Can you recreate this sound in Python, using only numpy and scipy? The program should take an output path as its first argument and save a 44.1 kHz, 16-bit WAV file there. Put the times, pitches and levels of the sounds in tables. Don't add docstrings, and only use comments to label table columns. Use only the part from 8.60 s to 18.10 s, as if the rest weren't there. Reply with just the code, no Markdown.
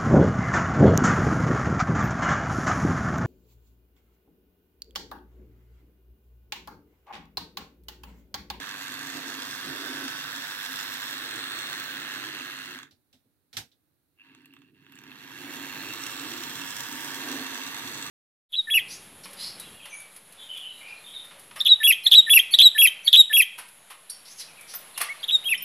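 import sys
import numpy as np
from scipy import signal
from scipy.fft import rfft, irfft, next_fast_len
from scipy.io import wavfile
from scipy.ndimage import uniform_filter1d, map_coordinates

SR = 44100
rng = np.random.default_rng(int(sys.argv[2]) if len(sys.argv) > 2 else 0)


def natural_amplitude(level_db):
    exponent = np.asarray(level_db, float) / 20
    return 10 ** exponent


def to_wav(s):
    ch = np.atleast_2d(s).T
    pcm = np.round(np.clip(ch, -1, 1) * 32767)
    wavfile.write(sys.argv[1], SR, pcm.astype(np.int16))


N = 418950
T = np.arange(N) / SR
HZ = np.fft.rfftfreq(2 ** 14, 1 / SR)

# (time [s], shell rattle level [dB], brightness [dB])
EFFORT = [
    [(0.0, -43, -7.5), (0.55, -43.5, -3.5), (1.3, -41.5, -3.5), (2.1, -42, -3.5), (3.0, -40.5, -5),
     (3.8, -43.5, -6.5), (4.15, -47.5, -6.5), (4.23, -55, -12), (4.3, -75, -23)],
    [(5.58, -92, -13), (5.65, -66, -15.5), (6.1, -78, -13), (6.5, -57.5, -7), (6.9, -46.5, -3),
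     (7.5, -43.5, -2), (8.3, -44, -1), (8.66, -42, -2), (9.5, -44.5, -3)],
]
# (time [s], level [dB])
STALL = [(5.555, -96), (5.59, -66), (5.62, -59), (5.645, -79), (5.7, -63), (5.85, -78), (6.35, -69),
         (7.3, -48.5), (7.9, -95)]
KICK_HZ, KICK_START = 100.064, .05
# (frequency [Hz], width [Hz], level [dB])
SHELL_OUT = [(452, 46, -12), (563, 160, -13), (666, 158, -11), (858, 180, -8), (903, 28, 4), (1073, 326, 0),
             (1370, 207, 3.5), (1613, 243, 10.5), (1937, 900, 2), (2690, 220, 0), (3284, 210, 0.5),
             (3617, 297, 2), (4198, 317, -0.5), (4436, 417, -1.5), (5020, 260, -9.5), (5650, 530, -11),
             (6510, 400, -12), (6930, 270, -13), (8310, 1100, -15.5), (11810, 1500, -14.5),
             (13000, 700, -18.5), (14000, 900, -30), (15500, 900, -19)]
SHELL_BACK = [(459, 39, -12.5), (564, 74, -15), (727, 160, -13.5), (938, 48, -4.5), (1118, 118, -3.5),
              (1434, 460, -7), (1647, 190, 0.5), (2130, 1180, -7.5), (2694, 95, 0), (3327, 260, -4),
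              (3670, 285, -4.5), (4300, 370, -6.5), (4940, 170, -11.5), (5060, 860, -17), (5850, 390, -10),
              (6490, 340, -18.5), (7200, 280, -10.5), (7920, 330, -10), (8680, 880, -15),
              (11550, 1800, -17.5), (12900, 1300, -16.5), (15300, 1000, -20)]
# (frequency [Hz], width [Hz], level [dB])
BEARING = [(1100, 290, -24), (1660, 140, -13), (2715, 117, 0), (3580, 66, -29)]
# (frequency [Hz], width [Hz], level [dB])
BOARD_DEEP = [(88, 52, -14), (117, 7.8, 0.5), (146.6, 17, 0.5), (214, 21, -2)]
BOARD_UPPER = [(244.5, 24, -1), (273.6, 19.8, 5), (317.8, 21, -4.5), (353, 15, -3.5), (425, 40, -11.5)]
# (time [s], peak level [dB], ring [Hz], shell above it [dB])
SLAPS = [(4.118, -40, 6240, 3), (4.1485, -55, 5720, 3), (4.177, -49, 12700, 2), (4.1877, -46, 12300, 0),
         (4.1882, -31, 6240, 2.5), (4.199, -50, 12500, 0), (4.2178, -55.5, 6420, -7), (4.231, -33, 6700, 1),
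         (5.668, -65, 8730, 13), (5.749, -47, 6400, 3), (5.8182, -56, 8610, 1), (5.857, -42, 12200, -4),
         (5.9367, -43.5, 13700, -5), (5.9658, -59, 12300, 16.5), (5.9888, -55, 8300, -1),
         (6.0186, -53, 6370, 6), (6.1446, -66, 8730, 0), (6.2244, -62, 12100, 8), (6.265, -58, 12200, 14.5),
         (6.322, -41.5, 12300, -1), (6.355, -37.5, 8020, -8), (6.3883, -36, 6300, -7),
         (6.4163, -49, 12800, -2), (6.4375, -38, 5630, -1), (6.465, -57, 5630, 7), (6.5173, -46, 12800, 9),
         (6.6152, -48, 12200, 1), (6.677, -39, 5630, -6), (6.8283, -43, 12500, -5)]
# (time [s], peak level [dB], ring time [s], ring [Hz], ring level [dB])
CLICKS = [(4.309, -64.5, 0.15, 4300, 6), (4.528, -64, .2, 3700, 0), (4.645, -92, .15, 560, 22),
          (4.929, -51, 0.29, 3860, -10), (4.968, -31.5, 0.16, 3100, -25), (5.116, -76.5, 0.14, 3830, 15),
          (5.416, -89, 0.065, 606, 7.5)]
# (frequency [Hz], density [dB per Hz])
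CLICK_COLOUR = [(200, -8), (500, -16), (900, -18), (1500, -5), (2500, -3), (3800, -0.5), (4600, -3),
                (5600, -2.5), (7000, -8.5), (8800, -10.5), (10500, -13.5), (12200, -6), (14000, -23),
                (16000, -24)]
# (frequency [Hz], width [Hz], level [dB])
TABLE_MODES = [(86, 24, 13.5), (150, 65, -2.5), (245, 38, 1), (490, 110, -11), (790, 160, -2.5)]
# (frequency [Hz], density [dB per Hz])
QUIET = [(12, -50), (20, -24), (77, -5), (146, -4), (216, -10), (293, -2), (399, -11), (1120, -22),
         (1570, -21), (3250, -27), (4060, -21), (4940, -29), (7520, -30), (9800, -24), (11400, -20),
         (16000, -26)]
QUIET_DB = -78
# (frequency [Hz], left minus right [dB])
PORTS = [(60, -3), (110, -5.5), (200, -1.5), (380, -3.5), (700, -0.5), (1290, -9.5), (2380, -2),
         (4400, -5.5), (8120, -5), (11500, 0.5), (15000, -12)]
# (time [s], left minus right [dB])
PAN = [(0, 0), (2, 0), (4, 0.5), (5, 3), (6, -1), (7, 0), (9.5, 0.5)]
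# (time [s], lag [ms])
PORT_LAG = [(0, .1), (1, .097), (2.3, .11), (4.2, .104), (5.6, .1), (6.8, .077), (8.2, .077), (8.6, .096),
            (9.5, .096)]
ROOM_T60_S, ROOM_DB, NEARBY_S, NEARBY_DB = .16, -7, 0.002, -6
ROOM_STEP_S = .3
# (time [s], peak level [dB])
JOLTS = [(5.5867, -58), (5.5962, -53), (5.6062, -53), (5.6156, -53), (5.6481, -56), (5.668, -54),
         (5.688, -57), (5.6965, -54), (5.715, -54), (5.7474, -57), (5.7853, -61), (5.8057, -48.5),
         (5.8454, -52), (5.8576, -46), (5.906, -58), (5.9263, -50), (5.9374, -48), (5.966, -48),
         (6.0187, -53), (6.0462, -57), (6.0861, -57), (6.1459, -69), (6.1883, -66), (6.2058, -66),
         (6.2352, -61), (6.2657, -52), (6.2956, -55), (6.3245, -58), (6.3355, -55), (6.3654, -48),
         (6.3749, -46), (6.3873, -42), (6.4283, -50), (6.4383, -48), (6.4647, -51), (6.4946, -50),
         (6.5153, -42)]
APART = (.34, .42, .6)
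TOP_HZ, CRUISE_DB = 15840, -43
GEAR_DB = (0.5, 0.04)
GEAR_PER_BRIGHT = 0.11
KICK_DEPTH, KICK_DEPTH_PER_DB, KICK_DEPTH_WANDER = .62, .06, .1
DROPOUT = 6.126, .011, -20
ROLL_DB, ROLL_PER_EFFORT, ROLL_CREEP_DB, DEEP_DB = -53, 0.22, -62.5, -6.5
WHEELS_STOP_S, WHEELS_START_S, WHEELS_DB_PER_S = 4.243, 5.71, 161
# (centre [s], half length [s], boost [dB], lowest modes' boost [dB])
HOLLOW = [(0.0, 0.0093, 20, -3), (0.41, 0.045, 3.5, 2), (0.56, 0.02, 10, 4.5), (0.676, 0.13, 9.5, 2),
          (1.093, 0.038, 8.5, 8), (1.224, 0.063, 12, -7), (1.404, 0.09, 11.5, 0.5), (1.775, 0.042, 4.5, 2),
          (2.035, 0.086, -4, -4), (2.554, 0.065, 2.5, -5), (3.14, .12, 1, 2), (3.519, .15, 2, 1),
          (3.78, .12, 1, -1), (4.1, 0.14, -1.5, -2), (5.9, 0.27, -3.5, -6), (6.3, 0.011, 5.5, -1),
          (6.5, 0.055, 6.5, 2), (6.914, 0.11, 12.5, 1.5), (7.22, 0.079, 8.5, 9), (7.736, 0.18, 8.5, 4),
          (8.098, 0.16, 0, 5), (8.425, 0.096, 8.5, 1), (8.74, 0.11, 15.5, 2), (8.97, 0.036, 4, -2),
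          (9.07, .06, -1, 3), (9.312, 0.2, 7.5, 5)]
# (time [s], level [dB])
THUMPS = [(4.31, -64), (4.527, -62), (4.646, -69), (4.929, -57), (4.968, -50.5), (4.994, -54.5),
          (5.03, -64), (5.416, -90)]
KICK_NARROWS, CHASSIS_PER_HOLLOW, HARD_PUSH_DB = .55, .45, -50
CHASSIS_DB = (-18, -15.5)
# (time [s], peak level [dB])
HITS = [(0.0902, -32.5), (0.1111, -34), (0.2708, -37.5), (0.3401, -36), (0.4289, -34), (0.4504, -40),
        (0.4893, -38), (0.5008, -32.5), (0.5397, -34), (0.5581, -35), (0.5706, -31), (0.6499, -41),
        (0.6684, -35.5), (0.6809, -32.5), (0.7003, -34), (0.7402, -32.5), (0.8096, -35),
        (0.8215, -31.5), (0.9103, -31.5), (1.069, -38), (1.2391, -39.5), (1.4486, -34), (1.4795, -32),
        (1.5594, -35), (1.5703, -36), (1.73, -38.5), (1.7589, -33.5), (1.8188, -36), (2.0298, -36),
        (2.0393, -35), (2.0497, -33), (2.0602, -31.5), (2.1605, -30), (2.169, -32), (2.1899, -32),
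        (2.1994, -34), (2.2094, -35.5), (2.2288, -33), (2.3306, -38), (2.3386, -34.5), (2.4887, -39.5),
        (2.5102, -36.5), (2.5586, -37), (2.5686, -37), (2.6085, -41.5), (2.6189, -34.5), (2.6404, -34),
        (2.6993, -42), (2.7092, -34.5), (2.7601, -31), (2.9193, -33.5), (2.9881, -32), (2.9881, -34),
        (3.0684, -34), (3.1288, -32.5), (3.2081, -40.5), (3.2286, -36), (3.5369, -35), (3.7883, -35),
        (3.9878, -35),
        (7.027, -34.5), (7.3348, -29.5), (7.4371, -32.5), (7.466, -27), (7.5164, -32.5),
             (7.5449, -37.5), (7.5962, -46), (7.5962, -29.5), (7.7155, -31.5), (7.7359, -30.5),
             (7.7763, -30), (7.8053, -35.5), (7.8372, -43), (7.8372, -30.5), (7.8961, -31), (7.9559, -29.5),
             (8.0148, -29.5), (8.0737, -31), (8.1061, -29), (8.165, -35), (8.165, -29), (8.2024, -30),
             (8.2353, -31), (8.3236, -31), (8.4049, -32), (8.4453, -30.5), (8.4847, -34), (8.5127, -35),
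             (8.5441, -35), (8.5441, -31.5), (8.6134, -34), (8.6838, -31), (8.7167, -33), (8.7237, -33),
             (8.806, -37), (8.8559, -41.5), (8.8634, -34), (8.9262, -46), (8.9342, -37), (8.9427, -31),
             (8.9542, -36.5), (8.9951, -39), (9.022, -37), (9.034, -33), (9.0654, -32.5), (9.0734, -32.5),
             (9.0933, -38), (9.1188, -37), (9.1442, -31), (9.1442, -30.5), (9.1956, -31), (9.2245, -36),
             (9.2739, -28.5), (9.2834, -36), (9.3358, -30.5), (9.3448, -28.5), (9.3747, -30.5),
             (9.4256, -31), (9.4256, -29), (9.465, -30.5)]
HIT_FROM_DB, HIT_PER_DB = -37.5, 0.4621
# (first station [dB], third station [dB], later stations [dB] ..); the second is the reference
TURN_OUT = [(-1.5, 1, 1.5, 2), (-1, -1, -4, -3.5), (0.5, -1.5, -3, -3.5), (-1, 0, -1.5, 0),
            (-1, 0, -1.5, -0.5), (0.5, 0, 1, 1), (1, 1.5, -1, 5), (-1, 1.5, 1.5, 1), (-1.5, 0, 1, -1),
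            (1.5, 0, 4, 2.5), (1, -2, -1, -1), (-4, 0.5, -5.5, -3.5), (2, 2, -0.5, 0.5), (1, -2.5, -3, 0.5),
            (3.5, 1.5, 1.5, 0.5), (1.5, -0.5, 1.5, 0.5), (3, 3.5, 0.5, 2.5), (-0.5, 1.5, 3, 7.5),
            (2.5, -1.5, -1.5, 4), (-3, 2, 5, 2)]
TURN_BACK = [(1, 4, 2), (-2.2, 0.5, 0.5), (-1.7, 0.5, -1.5), (2, 3, 1), (0.3, -0.5, 0.5), (2, -0.5, -0.5),
             (-0.6, 1, -0.5), (-1, 0, 1), (-2, -3, 0.5), (-0.5, 5, 0.5), (-3, 0, -10), (0, 2, 2),
             (5, 5.5, 9), (0.5, 1.5, -1.5), (-3.5, -2, 0.5), (0, 1.5, -0.5), (1.5, 1, 1.5), (0.5, -0.5, -3),
             (-2.5, 0.5, -2)]
# (time [s], ..)
TURN_S = [(0.4, 1.2, 2.05, 2.9, 3.7), (6.9, 7.6, 8.4, 9.2)]
WHINE_HZ, WHINE_DB = 8954, -104
# (time [s], factor on depth)
GRIP = [(0, 1.15), (0.75, 1.1), (1.4, 0.99), (2.2, 1.45), (3.4, 1.3), (4.1, 1.2), (5.7, 0.55), (6.2, 0.47),
        (6.5, 1.34), (7.1, 1.6), (7.6, 0.91), (8.2, 1.07), (8.7, 0.96), (9.5, 0.66)]
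# (time [s], peak level [dB])
COASTING = [(4.0572, -33), (4.0684, -35), (4.0766, -28), (4.0974, -31), (4.1174, -32), (4.1475, -38),
            (4.1574, -36), (4.168, -35), (4.1762, -29), (4.1884, -33), (4.1994, -36), (4.2074, -41),
            (4.2174, -45), (4.2295, -37), (4.2374, -43), (4.2484, -45), (4.2694, -48)]
# (centre [s], half length [s], boost [dB])
SPANS = [(1.08, 0.039, 3.5), (1.55, .1, -1), (2.75, 0.14, 7), (3.1, 0.17, 5), (3.75, 0.13, 7.5),
         (4.13, 0.05, 2.5), (6.2, .4, -2), (7.3, 0.092, 4), (7.65, 0.18, 5), (8.0, 0.11, 0.5),
         (9.3, 0.14, 1)]
KNOCK_DB, KNOCK_JITTER_S = 17, .0004
GEARS_SLACKEN = 4.27, .045, -6


def level(x, db=0):
    return x * natural_amplitude(db) / np.sqrt(np.mean(x ** 2))


def through(x, *gains):
    size = next_fast_len(x.shape[-1] + SR // 4)
    spectrum, hz = rfft(x, size), np.fft.rfftfreq(size, 1 / SR)
    out = [irfft(spectrum * np.interp(hz, HZ, gain), size)[..., :x.shape[-1]] for gain in gains]
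    return out if len(out) > 1 else out[0]


def modes(table, lo=0, hi=SR, loose=False):
    each = []
    for k, (f, width, db) in enumerate(table):
        if lo <= f < hi:
            damping = 1j * HZ * width
            each.append((-1) ** k * natural_amplitude(db) * damping / (f ** 2 - HZ ** 2 + damping))
    return np.sqrt(np.sum(np.abs(each) ** 2, axis=0)) if loose else sum(each)


def steep(lo_hz, hi_hz):
    return 1 / np.sqrt((1 + (lo_hz / (HZ + 1)) ** 6) * (1 + (HZ / hi_hz) ** 6))


def colour(table):
    hz, db = np.transpose(table)
    return np.interp(np.log(HZ + 1), np.log(hz + 1), db)


def columns(table):
    s, *rest = np.transpose(table)
    gate = uniform_filter1d(1. * (T >= s[0]) * (T <= s[-1]), size=441, mode="nearest")
    return gate, [np.interp(T, s, c) for c in rest]


def walk(rate):
    k = int(SR / rate)
    held = np.repeat(rng.standard_normal(N // k + 1), k)
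    return 0.54 * uniform_filter1d(uniform_filter1d(held, k), k)[:N]


def swell(centre_s, half_s, db):
    return db * np.exp(-.5 * ((T - centre_s) / half_s) ** 2)


def hollow(order):
    t = T[::64]
    return np.interp(T, t, sum(row[order] * np.exp(-.5 * ((t - row[0]) / row[1]) ** 2) for row in HOLLOW))


def kick_sizes():
    sizes = (0.93 * rng.standard_normal(N // 400) - 0.3).clip(-2, 0.7)
    s, db = np.transpose(HITS)
    sizes[np.round(KICK_HZ * s - KICK_START).astype(int) + 1] = HIT_PER_DB * (db - HIT_FROM_DB)
    return sizes


def kick_train(jitter_s, scatter_db):
    count = int(KICK_HZ * N / SR) - 1
    chance = rng.standard_normal((count, 2)).T
    at = (np.arange(count) + KICK_START) / KICK_HZ + jitter_s * chance[0]
    knocks = np.zeros(N)
    knocks[np.clip(at * SR, 0, N - 1).astype(int)] = natural_amplitude(scatter_db * chance[1])
    return knocks


def chatter(depth, kicks, impacts, peak, sharp, scatter_db, grain_db, apart):
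    turn = KICK_HZ * T - KICK_START - peak + 1.5
    cycle = turn.astype(int)
    width = sharp * (1.25 - KICK_NARROWS * depth)
    push = np.exp(-.5 * ((turn % 1 - .5) / width) ** 2) * natural_amplitude(scatter_db * kicks)[cycle]
    depth = np.clip(depth, 0, 1)
    both, own = rng.standard_normal((2, N))
    grains = natural_amplitude(grain_db * impacts).repeat(32)[:N]
    return ((1 - depth) * .5 + depth * push) * grains * np.array([both + apart * own, both - apart * own])


def turning(x, shell, turn, weights, lo, hi, edges):
    out = np.zeros_like(x)
    shifts = np.insert(np.array(turn, float), 1, 0, axis=1).T
    for w, shift in zip(weights, shifts):
        near = np.flatnonzero(w)
        at = slice(near[0], near[-1] + 1)
        shifted = [(f, width, db + d) for (f, width, db), d in zip(shell[3:], shift)]
        gain = modes(shifted, lo, hi, loose=hi == SR) * edges
        out[:, at] -= w[at] * through(x[:, at], gain)
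    return level(out)


def motor():
    out, uneven, flicker = np.zeros((2, N)), 0.14 * walk(8.7), walk(25)
    boom_db = CHASSIS_PER_HOLLOW * hollow(order=2)
    slower_db = -4 - columns(EFFORT[0] + EFFORT[1])[1][1]
    depth = KICK_DEPTH + KICK_DEPTH_PER_DB * slower_db + KICK_DEPTH_WANDER * walk(5)
    depth = np.clip(depth, 0, 1.1)
    blows = kick_sizes(), rng.exponential(size=N // 32 + 1).clip(0, 4)
    grip = np.interp(T, *np.transpose(GRIP))
    knocks = natural_amplitude(KNOCK_DB) * grip * depth * kick_train(jitter_s=KNOCK_JITTER_S, scatter_db=1.5)
    low = knocks + chatter(0.66 * grip * depth, *blows, peak=-0.02, sharp=0.29, scatter_db=0.64,
                           grain_db=0.3, apart=APART[0])
    gear = 0.18 * knocks + chatter(0.63 * np.sqrt(grip) * depth, *blows, peak=0.12, sharp=0.2,
                                   scatter_db=1.8, grain_db=1.5, apart=APART[1])
    fizz = chatter(0.55 * grip * depth, *blows, peak=0.084, sharp=0.2, scatter_db=1.5,
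                   grain_db=2.0, apart=APART[2])
    brush = chatter(0.68 * depth, *blows, peak=0.12, sharp=0.17, scatter_db=3.2,
                    grain_db=1.84, apart=APART[2])
    shells, turns = (SHELL_OUT, SHELL_BACK), (TURN_OUT, TURN_BACK)
    halves = slice(0, N // 2), slice(N // 2, N)
    for k, at in enumerate(halves):
        shell, turn_s = shells[k], TURN_S[k]
        gate, (db, brush_db) = columns(EFFORT[k])
        weights = [np.interp(T[at], turn_s, w) for w in np.eye(len(turn_s))]
        sides = shell, turns[k], weights
        parts = turning(low[:, at], *sides, lo=850, hi=2400, edges=steep(510, 2800))
        chassis_db = CHASSIS_DB[k] + 0.25 * (db + 44.0) + boom_db
        parts += level(through(low[:, at], modes(shell, hi=850) * steep(460, 820))) * natural_amplitude(chassis_db)[at]
        gear_db = GEAR_DB[k] + GEAR_PER_BRIGHT * brush_db + swell(*GEARS_SLACKEN) + 0.33 * uneven
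        parts += turning(gear[:, at], *sides, lo=2400, hi=5600, edges=steep(2300, 7900)) * natural_amplitude(gear_db)[at]
        hard_db = brush_db - 2.5 + 0.54 * uneven + 2.5 * flicker
        parts += turning(brush[:, at], *sides, lo=5000, hi=10000, edges=steep(4600, 8600)) * natural_amplitude(hard_db)[at]
        fizz_db = brush_db - 5.5 + 0.5 * uneven + 1.4 * flicker
        parts += turning(fizz[:, at], *sides, lo=10000, hi=SR, edges=steep(9500, 16000)) * natural_amplitude(fizz_db)[at]
        out[:, at] = (gate * natural_amplitude(db + 3.5 + 0.13 * uneven + swell(*DROPOUT)))[at] * parts
    return out


def board():
    effort_db = np.maximum(columns(EFFORT[0] + EFFORT[1])[1][0], ROLL_CREEP_DB)
    still_s = np.clip(np.minimum(T - WHEELS_STOP_S, WHEELS_START_S - T), 0, None)
    db = ROLL_DB + ROLL_PER_EFFORT * (effort_db - CRUISE_DB) - WHEELS_DB_PER_S * still_s
    shake = rng.standard_normal(N) * natural_amplitude(2.6 * walk(30))
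    deep = level(through(shake, modes(BOARD_DEEP) * steep(44, 290)))
    main_gain = modes(BOARD_UPPER, hi=300) * steep(200, 360)
    high_gain = modes(BOARD_UPPER, lo=300) * steep(220, 430)
    main, high = through(shake, main_gain, high_gain)
    upper = level(main + high * natural_amplitude(sum(swell(*row) for row in SPANS)))
    deep_db = DEEP_DB + hollow(order=3) + 1.3 * walk(6.3)
    return natural_amplitude(db) * (natural_amplitude(hollow(order=2)) * upper + natural_amplitude(deep_db) * deep)


def quiet():
    mid, side = through(rng.standard_normal((2, N)), natural_amplitude(colour(QUIET)))
    side = through(side, HZ / (HZ + 300) + 5.0 * steep(0.89, 45))
    hush = level(np.array([mid + side, mid - side]) * natural_amplitude(1.1 * walk(4.1)), QUIET_DB + 3.0)
    return hush + natural_amplitude(WHINE_DB + 4.0) * np.sin(2 * np.pi * WHINE_HZ * T + 3 * walk(40))


def surroundings(x):
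    step, t = int(ROOM_STEP_S * SR), T[:SR // 6]
    out = np.zeros((2, N + 3 * step + SR))
    padded = np.pad(x, ((0, 0), (step, 3 * step)))
    fade = np.sin(np.pi * np.arange(2 * step) / (2 * step)) ** 1.806
    for i in range(0, N + step, step):
        near, far = rng.standard_normal((2, 2, len(t)))
        near = np.diff(near * np.exp(-t / NEARBY_S), prepend=0)
        far = far * (t > .004) * np.exp(-np.log(1000) * t / ROOM_T60_S)
        path = np.zeros((2, len(t)))
        for echo, db in ((near, NEARBY_DB), (far, ROOM_DB)):
            path += natural_amplitude(db) * echo / np.sqrt(np.sum(echo ** 2, axis=1, keepdims=True))
        path[:, 0] += 1
        heard = signal.fftconvolve(fade * padded[:, i:i + 2 * step], path, axes=1)
        out[:, i:i + 2 * step + len(t) - 1] += heard
    return out[:, step:step + N] * natural_amplitude(-2.5)


def rattled(table, gain_db, size):
    hits = np.zeros(N)
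    s, db = np.transpose(table)
    hits[(s * SR).astype(int)] = natural_amplitude(db + gain_db)
    return 0.5 * hits + 0.15 * np.convolve(hits, np.hanning(size))[:N] * rng.standard_normal(N)


def bearing():
    gate, (db,) = columns(STALL)
    ring = modes(BEARING) * steep(900, 3300)
    shell_ring = modes(SHELL_OUT, lo=970, hi=3000) * steep(900, 3300)
    steady = level(through(kick_train(jitter_s=.0005, scatter_db=0.0), ring))
    steady = gate * natural_amplitude(db + 4.0 + swell(*DROPOUT)) * steady
    jolts = through(rattled(JOLTS, gain_db=41.5, size=110), ring)
    return steady + jolts + through(rattled(COASTING, gain_db=20.0, size=90), shell_ring)


def slaps():
    out, cracks, knocks, t = np.zeros(N), np.zeros(N), np.zeros(N), T[:600]
    for (s, db, hz, shell_db), noise in zip(SLAPS, rng.standard_normal((len(SLAPS), 600))):
        i = int(s * SR)
        out[i:i + 600] += natural_amplitude(db - 1.5) * np.sin(2 * np.pi * hz * t) * np.exp(-t / 0.00068)
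        cracks[i:i + 600] += natural_amplitude(db + 10.0) * noise * np.exp(-t / .0015)
        knocks[i] = natural_amplitude(db + shell_db + 29.0)
    out += through(cracks, modes(SHELL_BACK, lo=4100) * steep(4500, 18000))
    return out + through(knocks, modes(SHELL_BACK, hi=4100) * steep(760, 7300))


def clicks():
    wash, thump, t = np.zeros((2, N)), np.zeros((2, N)), T[:SR // 2]
    for (s, db, t60, ring_hz, ring_db), noise in zip(CLICKS, rng.standard_normal((len(CLICKS), 3, SR // 2))):
        i = int(s * SR)
        fade = (1 - np.exp(-t / 0.00047)) * np.exp(-np.log(1000) * t / t60)
        snap = noise[:2] + 0.36 * noise[2]
        ring = signal.lfilter(*signal.iirpeak(ring_hz, 4, SR), snap)
        wash[:, i:i + SR // 2] += natural_amplitude(db) * fade * (snap + natural_amplitude(ring_db) * ring)
    for (s, db), noise in zip(THUMPS, rng.standard_normal((len(THUMPS), SR // 2))):
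        i = int(s * SR)
        hard = natural_amplitude([[0], [min(db - HARD_PUSH_DB, 0)]])
        thump[:, i:i + SR // 2] += natural_amplitude(db + 25.5) * hard * noise * t / 0.029 * np.exp(1 - t / 0.014)
    middle = modes(TABLE_MODES, lo=120, hi=600) * steep(70, 2000)
    outer = modes(TABLE_MODES, hi=120) * steep(62, 900) + modes(TABLE_MODES, lo=600)
    wash = through(wash, natural_amplitude(colour(CLICK_COLOUR) + 9.5) * steep(70, 20000))
    return wash + through(thump[0], middle) + through(thump[1], outer)


def scene():
    rumble = board()
    heard = surroundings(motor() + bearing() + slaps() + natural_amplitude(-1.5) * rumble) + 0.27 * rumble
    late = np.arange(N) - np.interp(T, *np.transpose(PORT_LAG)) * SR / 1000
    heard[1] = map_coordinates(heard[1], [late], order=5, mode="nearest")
    pan_db = np.interp(T, *np.transpose(PAN))
    return heard * natural_amplitude(np.array([pan_db, -pan_db]) / 2) + clicks() + quiet()


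def roll_off(x):
    return signal.sosfilt(signal.butter(12, 17080, fs=SR, output="sos"), x)


def record(dry):
    ports = []
    for port, side in zip(dry, (1, -1)):
        ports.append(through(port, natural_amplitude(side * colour(PORTS) / 2) * (HZ < TOP_HZ)))
    return roll_off(np.array(ports))


dry = scene()
out = record(dry)
to_wav(out)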